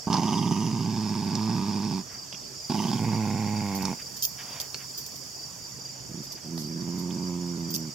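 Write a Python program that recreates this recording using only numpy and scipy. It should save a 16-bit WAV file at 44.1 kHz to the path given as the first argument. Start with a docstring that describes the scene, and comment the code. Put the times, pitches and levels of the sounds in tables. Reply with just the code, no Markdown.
"""Crickets chirp and trill over a lawn, and almost at once a small dog growls close by through bared teeth.
Two more long growls follow, the last lower with the lips nearly shut; short grunts lead into the first and third.
Slack vocal folds slap to make each growl: the slaps boom in the chest, ring the mouth and puff out rasping air.
Wet lip clicks, soft noise swells and rattling spit are shaped noise; small metal pieces jingle as bursts and modes.
Behind it all lie coloured-noise open air, a blended far chorus and a faint wavering hum."""
import sys
import numpy as np
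from scipy import signal
from scipy.fft import rfft, irfft
from scipy.io import wavfile
from scipy.ndimage import uniform_filter1d

SR = 44100
rng = np.random.default_rng(int(sys.argv[2]) if len(sys.argv) > 2 else 0)


def file_out(sig):
    """Save sig as 16-bit WAV at sys.argv[1]."""
    # one column per channel
    cols = np.atleast_2d(sig).T
    # limit, then scale
    lim = np.clip(cols, -1, 1)
    pcm = np.round(lim * 32767).astype(np.int16)
    wavfile.write(sys.argv[1], SR, pcm)


N = 350154
TIME = np.arange(N) / SR

# colour of the open air: f/Hz, level/dB per Hz
LAWN = [(25, -45), (60, -5), (110, 4.5), (200, 1), (400, -3.5), (900, -7.5), (1800, -15), (3300, -16.5),
        (8500, -20), (10000, -21.5), (13000, -14.5), (16000, -27)]
# colour of the far cricket chorus: f/Hz, level/dB per Hz
CHORUS = [(3700, -19), (4300, -9.5), (4750, 4.5), (5050, -2), (5700, 2.5), (6080, -9.5), (6300, -9.5),
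          (6950, -3.5), (7300, -8.5), (8000, -11), (9200, -29)]
# left-right likeness of air and chorus: f/Hz, likeness (1 alike, 0 unrelated, below 0 opposed)
SAME = [(50, 0.2), (130, 0.84), (300, 0.35), (1400, 0.2), (3100, 0.35), (4800, 0.41), (7000, 0.17),
        (10000, 0), (15000, -.3)]
# level of the cricket chorus: t/s, level/dB
CHORUS_DB = [(0, -42.5), (1.5, -45.5), (2.7, -42), (5.2, -42.5), (6.3, -44.5), (7.94, -42)]
# level of the faint hum: t/s, level/dB
HUM = [(5.4, -58.5), (5.9, -51.5), (6.6, -55.5)]
# bouts of the nearest trilling cricket: start t/s, end t/s, f/Hz, level/dB
TRILL = [(-.2, 2.18, 6880, -56.5), (2.45, 6.4, 7010, -52.5), (6.719, 8.2, 6970, -55)]
# trilling crickets farther off: f/Hz, strokes/s, level/dB, left minus right/dB
FAR_TRILLS = [(5550, 51, -60.5, -13), (6230, 38, -60.5, -13.5), (6640, 44, -63.5, -18), (4980, 80, -61, 1)]
# metal clinks: t/s, chatter length/s, peak level/dB, ring level/dB before the ring trim, scrape length/s
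CLINKS = [(3.745, .003, -28.5, 10, 0.021), (3.822, .003, -23.5, -8, 0.0036), (4.164, .003, -25, 4, 0.01),
          (4.223, .031, -17, 3, .0025), (4.6, .017, -19, -9, 0.0021), (4.973, .003, -29.5, 13.5, .017),
          (5.063, .003, -23.5, -3, 0.0021), (5.155, .003, -31, 2, 0.009), (6.228, .003, -32, -1, .025),
          (6.319, .003, -28, -4, 0.0084), (6.57, .003, -30, -3, 0.042), (6.979, .003, -33, 3, .02),
          (7.703, .003, -30, 8, 0.0061), (7.74, .024, -16.5, -6, 0.0026)]
# modes of the ringing metal: f/Hz, relative level/dB, time to fall 60 dB/s
METAL = [(3210, -13, .08), (4610, -8, .05), (6280, -2, .07), (6720, -6, .06), (12250, -6, .17),
         (12440, -9, .2), (12800, -12, .1), (13720, -11, .15), (14620, -5, .08), (14750, 2, .1)]
# colour of the metal's first burst: f/Hz, level/dB
STRIKE = [(1500, -66), (2600, -10), (3200, -7.5), (4700, 12.5), (6500, 6), (8000, -3), (10500, -5),
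          (12500, 8), (15000, -52), (17000, -68)]
# soft swells of noise, short ones (perhaps the dog sniffing) and long faint high hiss:
# t/s, length/s, level/dB, centre f/Hz
NOISE_SWELLS = [(2.065, 0.13, -55.5, 1480), (2.55, 0.6, -55, 11000), (3.095, 3, -53.5, 14100),
                (3.981, 0.05, -51, 2077), (4.371, 0.069, -47.5, 2230), (4.382, 0.31, -53, 780),
                (4.412, 0.28, -51.5, 2640), (4.778, 0.075, -53.5, 2000), (6.355, .05, -57, 2200)]
# wet clicks of lips and tongue: t/s, peak level/dB before the smack trim, centre f/Hz
SMACKS = [(.129, -15.5, 4600), (.135, -17, 4780), (.141, -17, 4800), (.168, -18, 4630), (.232, -27, 2960),
          (1.353, -16.5, 4860), (2.326, -26.5, 3007), (2.345, -30.5, 2900), (3.853, -13, 5260),
          (4.601, -25.5, 3500), (4.744, -17.5, 5000), (4.745, -25.5, 2500), (6.578, -22.5, 4800),
          (7.107, -32, 3160)]
# bouts of spit rattling in the throat: start t/s, end t/s, flaps/s, level/dB before trim and fade
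RATTLES = [(0.282, .68, 20.9, -33), (2.791, 3.0, 21.6, -35.5)]
# the three long growls: t/s, pitch f/Hz, chest level/dB, mouth level/dB (levels before each growl's trim)
SNARL = [(0.099, 107.2, -24.5, -34.5), (0.139, 103.5, -23.5, -29), (0.243, 111.5, -25.5, -35.5),
         (0.309, 96.96, -24, -34), (0.449, 112.0, -25.5, -38.5), (0.507, 103.1, -24, -38.5),
         (0.729, 112, -28.5, -43.5), (1.257, 101.3, -29, -43), (1.551, 112.2, -26.5, -40),
         (1.623, 96.7, -28, -42), (1.685, 104.5, -28, -42), (1.955, 98.6, -28.5, -44.5)]
GROWL = [(2.696, 100.2, -28.5, -37), (2.748, 103, -27.5, -36), (2.946, 102.9, -28, -39),
         (2.986, 110, -30.5, -40.5), (3.132, 112.1, -28.5, -38.5), (3.27, 104, -30, -39.5),
         (3.592, 104.8, -32, -41), (3.738, 95.9, -32.5, -40.5), (3.885, 95.7, -32, -39.5)]
GRUMBLE = [(6.445, 76.7, -44, -69), (6.553, 82.7, -32.5, -59), (6.643, 73.24, -38, -62),
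           (6.733, 83.6, -34.5, -63), (6.823, 83.2, -35, -56), (6.885, 86.54, -33, -51.5),
           (7.281, 88.85, -32, -49.5), (7.563, 85.44, -33.5, -55), (7.85, 78.6, -36, -58.5)]
# short grunts: t/s, length/s, pitch f/Hz, chest level/dB, mouth level/dB
GRUNTS = [(0.069, 0.0227, 104.8, -24.5, -29), (6.092, 0.042, 81.5, -42, -72),
          (6.142, .085, 79.2, -36.5, -62)]
# spells in which the folds lock into a clean beat: t/s, half length/s
CLEAN_SPELLS = [(1.033, 0.062), (1.432, 0.064), (3.191, 0.054), (3.69, .12), (6.578, 0.052), (7.548, .15)]
# the lips: t/s, how far drawn back (0-1)
BARED = [(.05, 0.71), (.6, 0.94), (1.05, 0.46), (2.7, 0.52), (2.82, 0.82), (3.04, 0.16), (7.9, 0.14)]
# boom of the chest with jaws open, ajar and shut: f/Hz, level/dB
CHEST_OPEN = [(50, -40), (85, -24.5), (115, -9.5), (170, -2), (220, 0.5), (290, -9.5), (365, -12),
              (430, -18), (500, -54.5), (700, -29), (1400, -53), (8000, -100)]
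CHEST_AJAR = [(50, -20), (85, -22), (115, -1), (170, -1.5), (215, 5), (290, -4), (400, -10.5), (500, -10.5),
              (640, -35), (1400, -54), (8000, -100)]
CHEST_SHUT = [(50, -59), (85, -18.5), (125, -5), (175, -2), (260, -6.5), (355, -8.5), (440, -26),
              (530, -23), (650, -36.5), (1400, -61), (8000, -100)]
# ring of the mouth, before its size and the tongue shift it: f/Hz, level/dB
MOUTH = [(300, -47), (520, -24.5), (620, -12.5), (730, -8.5), (830, -2), (905, 4), (1030, -5.5),
         (1190, -6.5), (1350, -40.5), (1520, -19), (1750, -46), (3500, -40), (10000, -82)]
# rasp of air with lips down, teeth just showing, and lips wide back: f/Hz, level/dB
RASP_LIPS = [(900, -26), (1430, 6.5), (1750, 1), (2150, 15), (2550, 9.5), (2950, -1.5), (3500, -2),
             (5000, -2), (8000, -7.5), (16000, -6.5)]
RASP_TEETH = [(900, -26.5), (1520, 3), (1800, 0.5), (2100, -1), (2500, 6), (2950, -1), (3600, 5), (4400, 8),
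              (4900, 14), (5500, 14), (6100, -6), (9000, -5), (10200, -38), (16000, -53)]
RASP_WIDE = [(900, -15), (1550, -41.5), (1850, 5.5), (2150, 6), (2450, -2), (2800, 11.5), (3150, 6),
             (3450, -5), (3750, 6.5), (4400, -5), (4900, 17), (5400, 9), (6100, 15), (7100, -12),
             (9400, 2.5), (10300, -26), (16000, -25)]

LAWN_DB, HUM_HZ = -48.5, 131.8
CHIRP_FIRST_S, CHIRP_EVERY_S = .275, .458  # a field cricket keeps a nearly even beat
CHIRP_DB = -36.5  # the full-height strokes, before their random unevenness
BOUNCE_S = .0068  # time between knocks while the metal pieces chatter
ATTACK_S = 0.0036  # fade at both ends of every growl and grunt
RELEASE_S, RELEASE_DB, RELEASE_SAG = 0.0785, -29.5, .26  # air runs out: level falls, pitch sags by this share
FUNDAMENTAL_HZ, FUNDAMENTAL_DB_PER_OCTAVE = 109, 36  # below this pitch the fundamental fades quickly
BUILD_DB, BUILD_S = -10, 0.21  # the fundamental starts this much weaker and builds up
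PUSH_DB, PUSH_S = 2.5, 0.022  # the first slaps burst out harder
RASP_SHARE = 0.51  # dB of rasp for each dB of the mouth
FLUTTER_FROM, FLUTTER_RANGE = .27, .35  # onset and span of throat flutter, in roughness times bared lips
EDGE_HZ = 15850  # upper band limit


def amp(db):
    """Decibels to gain."""
    return 10 ** (np.asarray(db) / 20)


def evened(x):
    """Scales to rms 1."""
    return x / np.sqrt(np.mean(x ** 2) + 1e-20)


def read(points, hz):
    """Reads a spectrum on a log-frequency axis."""
    f, value = np.transpose(points)
    return np.interp(np.log(hz + 1), np.log(f + 1), value)


def follow(rows, t):
    """Reads every column of a curve at the times t."""
    s, *columns = np.transpose(rows)
    return [np.interp(t, s, c) for c in columns]


def add(mix, s, sound):
    """Mixes a sound in at time s."""
    part = mix[max(round(s * SR), 0):][:len(sound)]
    part += sound[:len(part)]


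def wander(n, hz):
    """Slow random drift, moving up to about hz times a second; rms 1 over its full eight-second run."""
    count, rate = 2 ** 14, 2000
    f = np.fft.rfftfreq(count, 1 / rate)
    slow = evened(irfft(rfft(rng.standard_normal(count)) / (1 + (f / hz) ** 4)))
    return np.interp(np.arange(n) / SR, np.arange(count) / rate, slow)


def colour(x, points):
    """A causal filter with the given spectrum: each pulse rings after it lands."""
    log_gain = np.log(amp(read(points, abs(np.fft.fftfreq(4096, 1 / SR)))))
    taps = np.fft.ifft(np.exp(np.conj(signal.hilbert(log_gain)))).real  # minimum phase
    return signal.oaconvolve(x, taps[:len(taps) // 2])[:len(x)]


def band(x, hz, ratio):
    """A gentle band-pass from hz / ratio to hz * ratio."""
    ratio = max(ratio, 1.05)
    edges = [hz / ratio, min(hz * ratio, SR / 2 - 1)]
    return signal.sosfilt(signal.butter(2, edges, "band", fs=SR, output="sos"), x)


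def steadied(x, size=4000):
    """Keeps the slow level near rms 1 and leaves single pulses uneven."""
    return x / np.sqrt(abs(uniform_filter1d(x ** 2, size)) + 1e-4 * np.mean(x ** 2))


def place(x, pan_db):
    """Sets a sound between left and right; pan_db is left minus right."""
    return x * amp([[pan_db / 2], [-pan_db / 2]])


def wash(spectrum, patchy_db):
    """Distant sound from all sides, in drifting patches, partly alike in both channels."""
    hz = np.fft.rfftfreq(1024, 1 / SR)
    frames = N // 256 + 5
    a, b, c, d, patches = rng.standard_normal((frames, len(hz), 5)).T
    patches = uniform_filter1d(patches, size=6, axis=0)
    patches = evened(uniform_filter1d(patches, size=5, axis=1))
    same = np.clip(read(SAME, hz), -1, 1)[:, None]
    left = a + 1j * b
    right = same * left + np.sqrt(1 - same ** 2) * (c + 1j * d)
    z = np.array([left, right]) * amp(read(spectrum, hz)[:, None] + patchy_db * patches)
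    return evened(signal.istft(z, nperseg=1024, noverlap=768)[1][:, :N])


def hum():
    """A faint sine that wavers in pitch and strength."""
    pitch = HUM_HZ * (1 + .015 * wander(N, 9.6))
    tone = np.sin(2 * np.pi * np.cumsum(pitch) / SR)
    return evened(tone * amp(1.9 * wander(N, 6))) * amp(follow(HUM, TIME)[0])


def background():
    """Open air, the blended chorus of far crickets, and the hum, all leaning right."""
    air = wash(LAWN, patchy_db=3.0) * amp(LAWN_DB)
    chorus = wash(CHORUS, patchy_db=2.5) * amp(follow(CHORUS_DB, TIME)[0])
    return place(air + chorus + hum(), -4.0)


def stroke_train(hz, rate, glide=.045, duty=.62, blur=0.01293):
    """A trilling cricket's wings: every stroke is a short tone that sags in pitch."""
    phase = np.cumsum(rate * (1 + .008 * wander(N, 2))) / SR % 1 / duty
    pitch = hz * (1 + glide * (.5 - phase) + blur * wander(N, 309.4))
    stroke = np.sin(np.pi * np.minimum(phase, 1))  # silent between strokes
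    tone = np.sin(2 * np.pi * np.cumsum(pitch) / SR)
    return evened(stroke * tone * amp(0.77 * wander(N, 5.8)))


def chirping_cricket(stroke_s=.024, gap_s=.043, chirp_hz=4810, sag=0.044, uneven_s=.004, count=4):
    """Wing strokes in groups: the first strokes of each chirp swell, and each stroke sags in pitch."""
    chirps, u = np.zeros(N), np.linspace(0, 1, int(stroke_s * SR))
    for s in np.arange(CHIRP_FIRST_S, N / SR, CHIRP_EVERY_S):
        start = s + uneven_s * rng.standard_normal()
        for k in range(count):
            pitch = chirp_hz * (1 + sag * (.5 - u) + 0.013 * rng.standard_normal())
            swell_db = -3 * max(2 - k, 0) + rng.standard_normal()
            stroke = np.sin(np.pi * u) * np.sin(2 * np.pi * np.cumsum(pitch) / SR)
            add(chirps, start + k * gap_s - stroke_s / 2, amp(CHIRP_DB + swell_db) * stroke)
    return chirps


def crickets(swell_s=0.15):
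    """One cricket chirps in groups of strokes; others trill, the nearest in long bouts."""
    out = place(chirping_cricket(), 1)
    for start, end, hz, db in TRILL:
        bout = np.clip(np.minimum(TIME - start, end - TIME) / swell_s, 0, 1)
        out += place(stroke_train(hz, 41.4) * bout * amp(db), -2.5)
    for hz, rate, db, pan_db in FAR_TRILLS:
        out += place(stroke_train(hz, rate, blur=0.018) * amp(db), pan_db)
    return out


def metal_ring(t, detune=0.0031):
    """Thin high modes of small metal, each a little off in pitch and level, dying at its own pace."""
    modes = np.zeros(len(t))
    for hz, level, t60 in METAL:
        decay = amp(level + rng.standard_normal() - 60 * t / t60)
        turns = hz * (1 + detune * rng.standard_normal()) * t
        modes += decay * np.sin(2 * np.pi * (turns + rng.random()))
    return modes


def jingle(ring_trim_db=-14, uneven_db=1.5):
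    """Metal pieces knock, chatter or slide: a burst, then a ring, unlike at each microphone port."""
    out, t = np.zeros((2, N)), np.arange(SR // 4) / SR
    for start, length, db, ring_db, scrape_s in CLINKS:
        rise = 1 - np.exp(-2 * t / scrape_s)
        for s in np.arange(start, start + length, BOUNCE_S):
            force = amp(db + uneven_db * rng.standard_normal())
            for side in out:
                scrape = rng.standard_normal(len(t)) * rise * np.exp(-t / scrape_s)
                strike = colour(scrape, STRIKE)
                ring = amp(ring_db + ring_trim_db) * rise * metal_ring(t)
                add(side, s, force * (strike / abs(strike).max() + ring))
    return place(out, -4.0)


def yard(x, t60, low_hz=700):
    """Faint scatter of the treble from leaves and things nearby, different in each channel."""
    t = np.arange(SR // 3) / SR
    echoes = rng.standard_normal((2, len(t))) * (rng.random((2, len(t))) < .05)  # sparse reflections
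    taps = echoes * amp(-60 * t / t60) * (t > .003)
    taps = signal.lfilter(*signal.butter(1, low_hz, "high", fs=SR), taps / np.linalg.norm(taps[0]))
    return signal.oaconvolve(np.atleast_2d(x) * np.ones((2, 1)), taps, axes=1)[:, :N]


def noise_swells():
    """Band-passed noise rises and falls softly: short swells, and long faint high hiss."""
    out = np.zeros(N)
    for s, length, db, hz in NOISE_SWELLS:
        n = int(length * SR)
        swell = np.sin(np.linspace(0, np.pi, n))
        add(out, s, amp(db) * evened(band(rng.standard_normal(n), hz, 1.54) * swell))
    return out


def smacks(smack_s=0.0032, trim_db=-1):
    """Wet clicks of lips and tongue: a tiny noise burst with a bright band and a softer low one."""
    out, t = np.zeros(N), np.arange(SR // 30) / SR
    decay = np.exp(-t / smack_s)
    for s, db, hz in SMACKS:
        click = band(rng.standard_normal(len(t)) * decay, hz, 1.2)
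        click += .5 * band(rng.standard_normal(len(t)) * decay, 630, 1.85)
        add(out, s, amp(db + trim_db) * click / abs(click).max())
    return out


def rattles(length_s=0.03, centre_hz=3100, spread=0.0575, fall=0.176, width_hz=350, trim_db=-9,
            fade_db_per_s=-20):
    """Each flap of the wet throat is a short fuzzy squelch that falls in pitch; a bout dies away."""
    out, u = np.zeros(N), np.linspace(0, 1, int(length_s * SR))
    for start, end, rate, db in RATTLES:
        for s in np.arange(start, end, 1 / rate):
            hz = centre_hz * (1 + spread * rng.standard_normal())
            tone = np.exp(2j * np.pi * np.cumsum(hz * (1 + fall * (.5 - u))) / SR)
            fuzz = wander(len(u), width_hz) + 1j * wander(len(u), width_hz)
            squelch = evened((tone * fuzz).real * np.sin(np.pi * u))
            level_db = db + trim_db + fade_db_per_s * (s - start)
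            add(out, s - length_s / 3, amp(level_db) * squelch)
    return out


def roughness(t, first, last, settle_s, clean=.65):
    """A growl starts ragged and settles, with brief clean spells on the way."""
    rough = last + (first - last) / (1 + ((t - t[0]) / settle_s) ** 4)
    for s, half_s in CLEAN_SPELLS:
        rough = rough * (1 - clean * np.exp(-((t - s) / half_s) ** 2))
    return np.clip(rough, 0, 1)


def throat_flap(t, rough, lips):
    """Loose tissue in the throat flaps slowly, loosely in step with the nearest rattle of spit."""
    depth = np.clip((rough * lips - FLUTTER_FROM) / FLUTTER_RANGE, 0, 1)
    flap_s, _, flap_hz, _ = min(RATTLES, key=lambda bout: abs(bout[0] - t[0]))
    return depth * np.cos(2 * np.pi * flap_hz * (t - flap_s) + .5 * wander(len(t), 7.7))


def fold_slaps(hz, rough, flap, jitter=.19, drift=.06, shimmer_db=3, burst_db=5, flutter_db=4,
               chest_flutter_db=1.5):
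    """Slack vocal folds slap unevenly: one pulse train for the chest, a harsher one for mouth and air."""
    n = len(hz)
    turns = np.cumsum(hz * (1 + drift * rough * wander(n, 25))) / SR
    beats = np.searchsorted(turns, np.arange(np.ceil(turns[-1])))
    late, strong, harsh, luck = rng.standard_normal((400, 4))[:len(beats)].T
    # most slaps keep time; now and then one slips, and lands harder
    slip = np.where(abs(luck) < rough[beats], rough[beats] ** .5, .23 * rough[beats])
    at = np.clip(beats + jitter * slip * late * SR / hz[beats], 0, n - 1).astype(int)
    slaps, snaps = np.zeros((2, n))
    slaps[at] = amp(shimmer_db * rough[at] * strong + chest_flutter_db * flap[at])
    snaps[at] = amp(burst_db * slip * np.minimum(abs(harsh), 2) + flutter_db * flap[at])
    return slaps, snaps


def air_puffs(snaps, hz, puff_turns=0.3, leak=0.21):
    """Each slap lets out a dying puff of noisy air, over a steady leak."""
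    decay = np.exp(-hz.mean() / (puff_turns * SR))
    puffs = signal.lfilter([1], [1, -decay], np.sqrt(snaps)) + leak
    return evened(puffs * rng.standard_normal(len(snaps)))


def chest_boom(slaps, lips, chest_colour):
    """The slaps boom in the chest; the jaws part as the lips draw back, which opens the sound."""
    jaws = np.minimum(2 * lips, 1)
    return steadied(jaws * colour(slaps, CHEST_OPEN) + (1 - jaws) * colour(slaps, chest_colour))


def mouth_ring(drive, rough, mouth_size):
    """The tongue shifts, so the mouth rings now a little lower, now a little higher."""
    tongue = .5 + .5 * np.tanh(8.6 * rough * wander(len(drive), 7.6))
    low = colour(drive, [(f * .97 / mouth_size, db) for f, db in MOUTH])
    high = colour(drive, [(f * 1.03 / mouth_size, db) for f, db in MOUTH])
    return steadied((1 - tongue) * low + tongue * high)


def rasp(air, snaps, lips, buzz=0.47):
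    """Air hisses past lips and teeth, its colour blending as the lips draw back."""
    jet = air + buzz * (1 - lips) * evened(snaps)
    hiss = np.zeros(len(jet))
    for k, shape in enumerate((RASP_LIPS, RASP_TEETH, RASP_WIDE)):
        hiss += np.maximum(1 - abs(2 * lips - k), 0) * colour(jet, shape)
    # hold the level around 2.5 kHz steady
    power = uniform_filter1d(band(hiss, 2520, 1.375) ** 2, size=5000)
    return hiss / np.sqrt(abs(power) + 1e-12)


def growl(t, hz, chest_db, mouth_db, rasp_db, fundamental_db, rough, chest_colour, mouth_size, breathy=0.99):
    """Uneven fold slaps boom in the chest, ring the mouth and let out rasping puffs of air."""
    lips = np.clip(follow(BARED, t)[0], 0, 1)
    slaps, snaps = fold_slaps(hz, rough, throat_flap(t, rough, lips))
    air = air_puffs(snaps, hz)
    boom = chest_boom(slaps, lips, chest_colour)
    lowpass = signal.butter(4, 1.6 * hz.mean(), fs=SR, output="sos")
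    fundamental = steadied(signal.sosfiltfilt(lowpass, boom))
    # the fundamental swells as the pitch rises, and builds up from the start
    deep_db = fundamental_db + FUNDAMENTAL_DB_PER_OCTAVE * np.minimum(np.log2(hz / FUNDAMENTAL_HZ), 0)
    deep_db += BUILD_DB * np.exp(-((t - t[0]) / BUILD_S) ** 2)
    drive = evened(snaps) + breathy * (rough + 0.86 * lips) * air
    voice = boom * amp(chest_db)
    # top up only what the boom leaves short
    voice += fundamental * np.maximum(amp(deep_db) - amp(chest_db - 13.5), 0)
    voice += mouth_ring(drive, rough, mouth_size) * amp(mouth_db)
    voice += rasp(air, snaps, lips) * amp(rasp_db + RASP_SHARE * mouth_db)
    return voice * np.clip(np.minimum(t - t[0], t[-1] - t) / ATTACK_S, 0, 1)


def long_growl(rows, chest_colour, mouth_size, rough_first, rough_last, settle_s, chest_trim_db,
               mouth_trim_db, rasp_db, fundamental_db):
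    """One long push of air, which ends in a quick sag of level and pitch."""
    t = np.arange(rows[0][0], rows[-1][0] + RELEASE_S, 1 / SR)
    hz, chest_db, mouth_db = follow(rows, t)
    spent = np.clip((t - rows[-1][0]) / RELEASE_S, 0, 1) ** 2
    rough = roughness(t, rough_first, rough_last, settle_s)
    voice = growl(t, hz * (1 - RELEASE_SAG * spent), chest_db + chest_trim_db, mouth_db + mouth_trim_db,
                  rasp_db, fundamental_db, rough, chest_colour, mouth_size)
    push_db = PUSH_DB * np.exp(-(t - t[0]) / PUSH_S)
    return t[0], voice * amp(push_db + RELEASE_DB * spent ** 2)


def grunt(s, length, hz, chest_db, mouth_db, rough=.8, fade_db=-6, rasp_db=-36, fundamental_db=-28):
    """A few ragged slaps that die away."""
    t = np.arange(s, s + length, 1 / SR)
    held = np.ones(len(t))
    voice = growl(t, hz * held, chest_db, mouth_db, rasp_db, fundamental_db, rough * held, CHEST_SHUT,
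                  mouth_size=0.97)
    return s, voice * amp(fade_db * ((t - s) / length) ** 2)


def small_dog():
    """Smacks, rattling spit, three long growls and the short grunts, with the soft noise swells."""
    dog = smacks() + noise_swells() + rattles()
    add(dog, *long_growl(SNARL, CHEST_OPEN, mouth_size=1.0, rough_first=.83, rough_last=.46, settle_s=.8,
                         chest_trim_db=-2.0, mouth_trim_db=1.5, rasp_db=-29, fundamental_db=-34.5))
    add(dog, *long_growl(GROWL, CHEST_AJAR, mouth_size=1.045, rough_first=.9, rough_last=.32, settle_s=.36,
                         chest_trim_db=-0.5, mouth_trim_db=0.5, rasp_db=-27.5, fundamental_db=-32.0))
    add(dog, *long_growl(GRUMBLE, CHEST_SHUT, mouth_size=.96, rough_first=.45, rough_last=.12, settle_s=.95,
                         chest_trim_db=0.0, mouth_trim_db=-1.0, rasp_db=-38, fundamental_db=-37))
    for row in GRUNTS:
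        add(dog, *grunt(*row))
    return dog


def scene():
    """The dog close by and to the right, with the crickets around it."""
    dog = small_dog()
    ports = np.array([np.roll(dog, shift=1), dog])  # the right port hears the dog one sample first
    dog_scatter = amp(-9.5) * yard(dog, t60=.15)
    insects = crickets()
    insects = insects + amp(-6) * yard(insects, t60=.14)
    return place(ports + dog_scatter, -4.5) + insects + jingle() + background()


def record(dry, notch_hz=4030, notch_width_hz=260):
    """The microphone has a narrow, deep notch in the treble; then the band limit."""
    notch = signal.iirnotch(notch_hz, notch_hz / notch_width_hz, SR)
    notched = signal.lfilter(*notch, signal.lfilter(*notch, dry))  # twice
    lowpass = signal.firwin(511, EDGE_HZ, window=("kaiser", 9), fs=SR)
    return signal.oaconvolve(notched, lowpass[None], "same")


dry = scene()
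out = record(dry)
file_out(out)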